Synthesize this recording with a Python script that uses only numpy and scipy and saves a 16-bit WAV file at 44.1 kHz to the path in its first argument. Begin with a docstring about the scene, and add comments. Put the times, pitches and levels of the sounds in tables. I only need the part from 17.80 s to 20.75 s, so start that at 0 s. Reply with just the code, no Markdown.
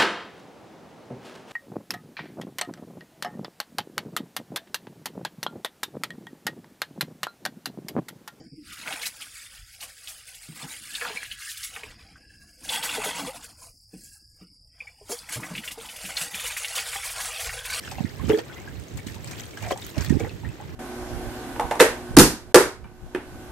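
"""An outdoor stone sink: hands rinse a mug under a running tap, heard close on two microphone ports. Shaped
noise makes the breeze, mostly on the right port, and the tap's wash and spray. Crowds of tiny rings make fizz
and burbles; single climbing rings make bubble plops. Noise bursts with a pitched tick make slaps; groups of
rings make the mug's gulps and a quick burst of low bubbles. Scattered echoes of the plops, slaps, gulps and
bubble burst stand for the stone basin."""
import sys
import numpy as np
from scipy import signal
from scipy.io import wavfile
from scipy.ndimage import uniform_filter1d

SR = 44100
rng = np.random.default_rng(int(sys.argv[2]) if len(sys.argv) > 2 else 0)


def decibels_to_gain(level_db):
    """Convert a level in decibels to a linear amplitude gain (20 dB per decade)."""
    exponent = np.asarray(level_db, float) / 20
    return 10 ** exponent


def store_pcm(level_fs):
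    """Save levels as 16-bit WAV."""
    pcm = np.round(np.clip(level_fs, -1, 1) * 32767).astype(np.int16)
    wavfile.write(sys.argv[1], SR, np.atleast_2d(pcm).T)


N = 130095  # samples

# Levels in these tables are relative: the functions below trim them.
# likeness of right port to left: pitch_hz, likeness (0-1)
PORT_LIKENESS = [(60, .15), (180, 1), (550, 0.15), (1650, 0.032), (5000, 0.048), (9000, 1), (15000, 0.98)]
# balance of the ports: pitch_hz, left_minus_right_db
PORT_LEAN = [(500, -2), (2400, -1.5), (8000, -7.5), (11000, 4), (15000, -1)]
# breeze at the ports: time_s, strength_db, left_minus_right_db
BREEZE = [(0.0, -55.5, 3), (0.17, -42.5, -15.5), (0.21, -31.5, -31), (0.25, -33.5, -30), (0.29, -49, -22),
          (0.34, -45.5, -15), (0.46, -28, -28), (0.5, -30, -14), (0.57, -56.5, -3), (0.72, -49, 22),
          (0.88, -48, -5), (1.01, -44, -12), (1.08, -67, 5), (1.125, -36.5, -16), (1.2, -43, 12),
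          (1.23, -59, 10), (1.26, -42, -15), (1.47, -44, -10), (1.51, -38, 21), (1.55, -45, 8),
          (1.79, -54.5, 4), (1.83, -36, -16), (1.97, -56, 6), (2.08, -45.5, -3), (2.14, -66, 5),
          (2.18, -24, -35), (2.26, -41.5, -12), (2.3, -29, -14), (2.36, -21.5, -49), (2.4, -40.5, -16),
          (2.44, -27.5, -24), (2.51, -49.5, 0), (2.55, -33.5, -20), (2.58, -53, 6), (2.65, -35, -24),
          (2.69, -34.5, -20), (2.73, -49, 2), (2.78, -56, 3), (2.82, -46, -12), (2.91, -38, 0),
          (2.95, -39, -19)]
# colour of the low wind rumble: pitch_hz, level_db (per Hz)
RUMBLE_COLOUR = [(12, -67), (20, -59), (56, -1.5), (107, -2), (316, -23.5), (392, -44), (464, -36),
                 (600, -45), (780, -64), (1320, -120)]
# colour of the higher wind flutter: pitch_hz, level_db (per Hz)
FLUTTER_COLOUR = [(50, -54), (110, 2), (170, -11.5), (260, 8.5), (380, 4), (520, -11.5), (800, -54)]
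# sharp buffets on the right port: centre_s, level_db, pitch_hz
RIGHT_BUFFETS = [(0.208, -13.5, 200), (.248, -13, 214), (0.444, -16.5, 150), (1.269, -22, 240),
                 (2.184, -17, 144), (2.284, -17, 135), (2.3086, -4, 215), (2.3267, -7.5, 303),
                 (2.35, -10.5, 136), (2.371, -10.5, 310), (2.437, -18, 207)]
# colour of the steady wash: pitch_hz, level_db (per Hz)
WASH_COLOUR = [(90, -46), (150, -2), (250, -5.5), (343, -0.5), (528, -10), (1120, -18.5), (1790, -18),
               (3700, -23), (7970, -35.5), (9890, -45), (12500, -37), (15600, -40)]
# how much water is falling: time_s, level_db
WATER_FLOW = [(0.0, -49), (0.06, -43), (0.36, -52), (0.48, -46.5), (0.49, -37.5), (0.57, -46),
              (0.59, -40.5), (0.62, -52.5), (1.26, -53.5), (1.27, -41), (1.39, -53.5), (1.48, -46),
              (1.57, -47.5), (1.6, -38.5), (1.62, -47.5), (1.72, -51.5), (1.77, -48), (1.9, -43),
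              (1.92, -34.5), (1.95, -50), (2.1, -40.5), (2.13, -52), (2.22, -40), (2.38, -50), (2.4, -44.5),
              (2.47, -50.5), (2.5, -54), (2.95, -55.5)]
# colour of the spray, the fizz and the slaps: pitch_hz, level_db (per Hz)
SPRAY_COLOUR = [(300, -20), (620, -5), (1000, -6), (1870, -7.5), (3350, -8), (8300, -8), (9890, -20),
                (12500, -11.5), (15600, -19)]
# how hard the water churns in mug and basin: time_s, level_db
WATER_CHURN = [(0.0, -92), (0.06, -47), (0.39, -53), (0.4, -45), (0.42, -44), (0.48, -45.5), (0.5, -25.5),
               (0.57, -47), (0.59, -30.5), (0.63, -51), (0.72, -45.5), (1.17, -59), (1.19, -44),
               (1.22, -67), (1.54, -44), (1.77, -56.5), (1.77, -43), (1.79, -49), (1.84, -37), (1.9, -42.5),
               (1.91, -26.5), (1.95, -51.5), (2.14, -54.5), (2.17, -36.5), (2.29, -43.5), (2.3, -35),
               (2.32, -43.5), (2.39, -47), (2.4, -36.5), (2.56, -67), (2.63, -67), (2.65, -43.5),
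               (2.67, -50), (2.95, -52)]
# colour of the burbles: pitch_hz, level_db
BURBLE_COLOUR = [(550, 5.5), (800, 2.5), (1200, 1.5), (1900, 5), (2800, -1), (4000, -8)]
# single bubbles: start_s, level_db, pitch_hz, t60_s (before high pitches are shortened)
BUBBLES = [(0.049, -32.5, 3100, 0.056), (0.077, -25, 1470, 0.021), (0.118, -30, 786, 0.073),
           (.146, -41, 808, .07), (0.183, -25, 775, 0.046), (0.205, -28.5, 753, 0.041),
           (0.396, -32.5, 1068, 0.051), (0.45, -32.5, 3050, 0.046), (0.59, -37, 1816, 0.11),
           (0.698, -37, 1447, 0.096), (0.73, -33, 3320, 0.029), (0.762, -44, 1960, 0.43),
           (1.188, -34.5, 2230, 0.069), (1.273, -28.5, 2940, 0.023), (1.359, -36.5, 883, 0.05),
           (1.531, -33.5, 2360, 0.044), (1.598, -28, 3200, 0.025), (1.636, -34.5, 3130, 0.049),
           (1.773, -25, 1600, 0.031), (1.849, -31.5, 720, 0.12), (1.872, -27, 666, 0.084),
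           (1.923, -26, 666, 0.077), (1.981, -29, 803, 0.041), (1.987, -29, 1940, 0.019),
           (2.167, -35.5, 615, 0.09), (2.246, -31.5, 1824, 0.049), (2.263, -33.5, 3360, 0.057),
           (2.297, -29.5, 1810, 0.075), (2.332, -35, 788, 0.12), (2.398, -30.5, 780, 0.057),
           (2.446, -31.5, 810, 0.083), (2.634, -39, 840, 0.08), (2.647, -34.5, 1820, 0.1),
           (2.8, -32.5, 806, 0.11), (2.939, -39, 1100, 0.033), (.036, -38.5, 1723, 0.069),
           (0.079, -33, 2730, 0.04), (0.111, -33, 2540, 0.036), (.184, -32, 2660, 0.035),
           (.255, -38, 1864, 0.15), (.494, -25.5, 2870, 0.041), (0.531, -28, 3260, 0.054),
           (0.546, -29, 1760, 0.059), (.587, -27, 3240, .05), (.875, -32, 1594, 0.04),
           (2.69, -41.5, 2600, 0.05), (.96, -49, 4100, 0.16), (1.733, -40, 2240, 0.062),
           (2.145, -38, 2720, 0.056), (1.774, -36, 2990, 0.063), (1.835, -33, 2330, 0.058),
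           (1.846, -33.5, 1970, 0.047), (1.96, -31.5, 800, 0.044), (2.0222, -26, 3640, 0.022),
           (2.404, -31.5, 2250, 0.07), (2.448, -27, 1910, 0.034), (2.494, -29.5, 2630, 0.021)]
# slaps of water: start_s, level_db, centre_hz, t60_s, left_minus_right_db
WATER_SLAPS = [(0.1133, -31.5, 5200, 0.062, 2.5), (0.213, -36, 3950, .015, 2),
               (0.4945, -20, 5770, 0.037, -8), (0.574, -25.5, 4450, 0.037, -4),
               (0.591, -21.5, 4520, 0.015, 3.5), (.779, -34, 2900, 0.022, 0), (.825, -36, 13500, .015, 0),
               (0.998, -26.5, 7950, 0.025, -12), (1.0375, -29, 8800, 0.027, -11),
               (1.083, -30.5, 6370, 0.0092, 4.5), (1.1725, -38.5, 7300, 0.062, 6.5),
               (1.27, -26, 6500, 0.025, 0), (1.3438, -39, 4200, 0.082, 1),
               (1.445, -21.5, 7900, 0.0075, 6.5), (1.474, -30, 4660, 0.056, 0.5),
               (1.511, -33.5, 5650, 0.086, 2), (1.6349, -29.5, 4400, 0.031, 1),
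               (1.709, -29.5, 4400, 0.028, 2), (1.7728, -34.5, 5800, 0.043, 1.5),
               (1.823, -30, 7250, 0.05, 0.5), (1.909, -36, 8740, 0.038, -1), (1.9187, -36, 7260, 0.023, 0),
               (1.9751, -20.5, 7980, 0.019, 1), (2.0474, -20, 6770, 0.013, -3.5),
               (2.066, -15.5, 13600, 0.013, 0), (2.1803, -25, 4600, 0.042, 0.5),
               (2.2085, -20, 6200, 0.034, -2), (2.221, -30, 4760, 0.028, 6),
               (2.2467, -19, 15500, 0.022, 4.5), (2.26, -24, 4720, 0.027, -3),
               (2.2968, -33, 6200, 0.063, 3), (2.3976, -31, 6860, 0.054, 0.5),
               (2.475, -20, 1480, 0.0093, -3), (2.4935, -29.5, 4250, 0.024, -1.5),
               (2.811, -40.5, 7450, 0.037, 2)]
# gulps of air in the mug: start_s, level_db, emptiness (0-1, raises the pitch)
AIR_GULPS = [(0.4961, -5, 0.03), (.519, -27, 0.08), (0.531, -8, 0.01), (0.5399, -18.5, 0),
             (.574, -18, 0.05), (.587, -24, 0.1), (.61, -31, 0.1), (2.404, -17, 0.1), (2.44, -24.5, 0.08),
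             (2.468, -25, 0.16)]
# resonances of the air in the mug: pitch_hz, level_db, t60_s
MUG_AIR = [(310, -2.5, 0.05), (413, -1.5, 0.092), (800, -13, 0.022)]
# a quick burst of low bubbles under water: start_s, level_db, pitch_hz, t60_s
BUBBLE_BURST = [(1.909, -12, 702, 0.022), (1.9075, -18, 1510, 0.0064), (1.9111, -16, 1020, 0.015),
                (1.9165, -30, 590, 0.022), (1.9181, -16.5, 376, 0.026), (1.9209, -19, 529, 0.047),
                (1.925, -22.5, 3200, 0.013), (1.929, -25, 480, 0.033), (1.931, -23, 1130, 0.0084)]


def evened(x):
    """Scales a sound to an rms of one."""
    return x / np.sqrt(np.mean(x ** 2) + 1e-20)


def read(points, hz):
    """Reads a table at the given pitches, along a logarithmic pitch axis."""
    point_hz, value = np.transpose(points)
    return np.interp(np.log(hz + 1), np.log(point_hz + 1), value)


def curve(rows, axis=1):
    """Draws one column of a timed table as a value for every sample."""
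    rows = np.array(rows)
    return np.interp(np.arange(N) / SR, rows[:, 0], rows[:, axis])


def add(mix, start_s, sound):
    """Lays a sound into the mix, cut off where the mix ends."""
    part = mix[round(start_s * SR):][:len(sound)]
    part += sound[:len(part)]


def hiss(spectrum, patchy_db, flicker_db, size=512, alike=True):
    """Two channels of coloured noise with drifting patches and a flicker shared by all pitches."""
    frames, hz = 4 * N // size + 5, np.fft.rfftfreq(size, 1 / SR)
    a, b, c, d, patches = rng.standard_normal((frames, len(hz), 5)).T
    flicker = evened(uniform_filter1d(patches[0], size=3))
    patches = uniform_filter1d(patches, size=8, axis=0)  # smooth over pitch
    patches = evened(uniform_filter1d(patches, size=6, axis=1))  # then over time
    same = np.clip(read(PORT_LIKENESS, hz), 0, 1)[:, None] * alike
    left = a + 1j * b
    right = same * left + np.sqrt(1 - same ** 2) * (c + 1j * d)
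    lean_db = read(PORT_LEAN, hz)[:, None] / 2 * np.array([1, -1])[:, None, None]
    level_db = read(spectrum, hz)[:, None] + lean_db + patchy_db * patches + flicker_db * flicker
    z = np.array([left, right]) * decibels_to_gain(level_db)
    return evened(signal.istft(z, nperseg=size, noverlap=size * 3 // 4)[1][:, :N])


def ring(hz, t60, glide=0., rise_s=.001):
    """A dying sine (t60 at least 4 ms) whose pitch climbs by twice the glide, as a share per second."""
    t = np.arange(round(.25 * SR)) / SR
    envelope = (1 - np.exp(-t / rise_s)) * decibels_to_gain(-60 * t / max(t60, .004))
    return envelope * np.sin(2 * np.pi * hz * t * (1 + glide * t))


def grains(rate, spread_db, colour, lo_hz, hi_hz, cycles, glide):
    """Bubbles of 30 sizes at random moments, each dying 60 dB in so many cycles (4 ms at least)."""
    out = np.zeros((2, N))
    for hz in np.geomspace(lo_hz, hi_hz, num=30):
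        luck, loudness, side = rng.random((N, 3)).T
        hits = (luck < rate / 30 / SR) / np.sqrt(rate)  # crowding leaves the mean power alone
        hits = hits * decibels_to_gain(-spread_db * np.log(loudness + 0.0091))
        drop = ring(hz, cycles / hz, glide=hz * glide, rise_s=0.093 / hz)[:3000]
        drop = decibels_to_gain(read(colour, hz)) * np.sqrt(hz) * drop
        placed = hits * np.array([side, 1 - side]) ** 1.47
        out += signal.oaconvolve(placed, drop[None], axes=1)[:, :N]
    return evened(out)


def wind():
    """Lumpy rumble, unrelated at each port; strong gusts add a higher flutter and sharp buffets."""
    threshold_db = -23.5
    strength_db, pan_db = curve(BREEZE), curve(BREEZE, axis=2)
    port_db = strength_db + 6 - 10 * np.log10(1 + decibels_to_gain(2 * np.array([-pan_db, pan_db])))
    over_db = port_db - threshold_db
    rumble = hiss(RUMBLE_COLOUR, 0., 0.97, size=2048, alike=False)
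    flutter = hiss(FLUTTER_COLOUR, 0., 3.3, size=1024, alike=False)
    out = decibels_to_gain(threshold_db + 0.82 * over_db) * rumble
    out += decibels_to_gain(threshold_db - 10 + 1.81 * over_db) * flutter  # grows faster than the rumble
    t = np.arange(-800, 800) / SR
    for centre_s, level_db, hz in RIGHT_BUFFETS:
        pulse = np.exp(-(t * hz / .82) ** 2) * np.cos(2 * np.pi * hz * t + .5)
        add(out[1], centre_s + t[0], -decibels_to_gain(level_db) * pulse)
    return out


def wash():
    """Steady, mostly low noise of the running water."""
    return decibels_to_gain(-45) * hiss(WASH_COLOUR, 0.87, 1.24)


def spray():
    """Patchy bright noise that follows the falling water."""
    return decibels_to_gain(curve(WATER_FLOW) - 5.5) * hiss(SPRAY_COLOUR, 3.2, 1.7, size=256)


def fizz():
    """Fine droplets, 1800 a second, whose level follows the falling water."""
    return decibels_to_gain(curve(WATER_FLOW) - 2.5) * grains(1800, 4, SPRAY_COLOUR, 1543.0, 15780.0, 35.0, 0.0065)


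def burbles():
    """Larger bubbles; harder churning makes them louder and packs them closer together."""
    churn_db = curve(WATER_CHURN)
    rate = 900 * decibels_to_gain(0.43 * (churn_db + 48))  # 900 a second at -48 dB
    return decibels_to_gain(churn_db - 2) * grains(rate, 3, BURBLE_COLOUR, 534.0, 4044.0, 33.0, 0.0036)


def plops():
    """Bubbles climb in pitch, shake in loudness on the restless surface and bring six fainter ones."""
    glide, rise_s = 1.34, 0.00073
    out = np.zeros(N)
    for (start_s, level_db, hz, t60), (lags, sizes) in zip(BUBBLES, rng.random((len(BUBBLES), 2, 6))):
        t60 = t60 * min(1, (780 / hz) ** .5)  # smaller, higher bubbles die sooner
        pure = ring(hz, t60, glide, rise_s)
        wobble = evened(uniform_filter1d(rng.standard_normal(len(pure)), size=int(5 * SR / hz)))
        add(out, start_s, decibels_to_gain(level_db) * pure * (1 + 0.38 * wobble))
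        mate_gain = decibels_to_gain(level_db - 11) * min(1, hz / 2000)
        for lag, size in zip(lags, sizes):
            mate_hz = hz * (1 + 0.304 * (2 * size - 1))
            add(out, start_s + 0.018 * lag, mate_gain * ring(mate_hz, 0.51 * t60, glide, rise_s))
    return out


def sink(x):
    """Quick reflections off the stone basin, different in each ear."""
    t = np.arange(round(.2 * SR)) / SR
    taps = rng.standard_normal((len(t), 2)).T * (rng.random((len(t), 2)).T < .05)  # sparse echoes
    taps = taps * decibels_to_gain(-60 * t / 0.07) * (t > .002)  # t60 0.07 s, first echo after 2 ms
    return signal.fftconvolve(x[None], taps / np.linalg.norm(taps[0]), axes=1)[:, :N]


def slaps():
    """A pitched tick inside a short wide burst, reaching the left port one or two samples first."""
    out, t = np.zeros((2, N)), np.arange(4000) / SR
    colour = hiss(SPRAY_COLOUR, 0.8, 0.)
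    noises = rng.standard_normal((len(WATER_SLAPS), len(t)))
    lags = rng.integers(1, 3, len(WATER_SLAPS))
    for (start_s, level_db, hz, t60, pan_db), noise, lag in zip(WATER_SLAPS, noises, lags):
        band = np.clip([hz * (1 - 0.11), hz * (1 + 0.11)], 100, .45 * SR)
        tick = evened(signal.sosfilt(signal.butter(2, band, "band", fs=SR, output="sos"), noise))
        tick = tick * decibels_to_gain(-60 * t / (0.42 * t60))
        tone = decibels_to_gain(2.0) * ring(hz, min(60. / hz, t60), 0., 0.00017)[:len(t)]
        wide_gain = decibels_to_gain(2 - 60 * t / t60) * np.minimum(t60 / 0.044, 1.5)  # longer slaps are wider
        for side in (0, 1):
            wide = colour[side, round(start_s * SR):][:len(t)]
            burst = np.minimum(t / 0.00019, 1) * (tick + tone + wide_gain * wide)
            gain = decibels_to_gain(level_db - 10.5 + pan_db * (1.5 - side))
            add(out[side], start_s + side * lag / SR, gain * burst)
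    return out


def gulps():
    """Each gulp rings the air in the mug, higher the emptier it is and climbing as it dies."""
    out = np.zeros(N)
    for start_s, level_db, empty in AIR_GULPS:
        air = sum(decibels_to_gain(mode_db) * ring(hz * (1 + empty), t60, 1.0, 0.0026) for hz, mode_db, t60 in MUG_AIR)
        add(out, start_s, decibels_to_gain(level_db) * air)
    return out


def bubble_burst():
    """A quick volley of low bubbles bursting together under water, each a short ring of steady pitch."""
    out = np.zeros(N)
    for start_s, level_db, hz, t60 in BUBBLE_BURST:
        add(out, start_s, decibels_to_gain(level_db) * ring(hz, t60, 0., 0.00057))
    return out


def scene():
    """Sums breeze, water, near sounds leaning slightly left (0.8 dB louder at the left port), and basin
    reflections."""
    breeze = wind()
    water = wash() + spray() + fizz() + burbles()
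    near = plops() + gulps() + bubble_burst()
    splash = slaps()
    reflections = decibels_to_gain(-3) * sink(near + splash.mean(0))
    return near * decibels_to_gain(np.array([[.4], [-.4]])) * 0 + breeze + water + splash + reflections \
        + near * decibels_to_gain(np.array([[.4], [-.4]]))


def top_cut(x):
    """Nothing passes above the cut-off."""
    return signal.sosfilt(signal.butter(12, 16820, fs=SR, output="sos"), x)


def record(dry):
    """The microphone drops the bass below 55 Hz; then a band limit at 15.9 kHz."""
    dry = signal.sosfilt(signal.butter(2, 55, "high", fs=SR, output="sos"), dry)
    band_limit = signal.firwin(255, 15900, window=("kaiser", 6), fs=SR)
    dry = signal.oaconvolve(dry, band_limit[None], "same")
    return top_cut(dry)


dry = scene()
out = record(dry)
store_pcm(out)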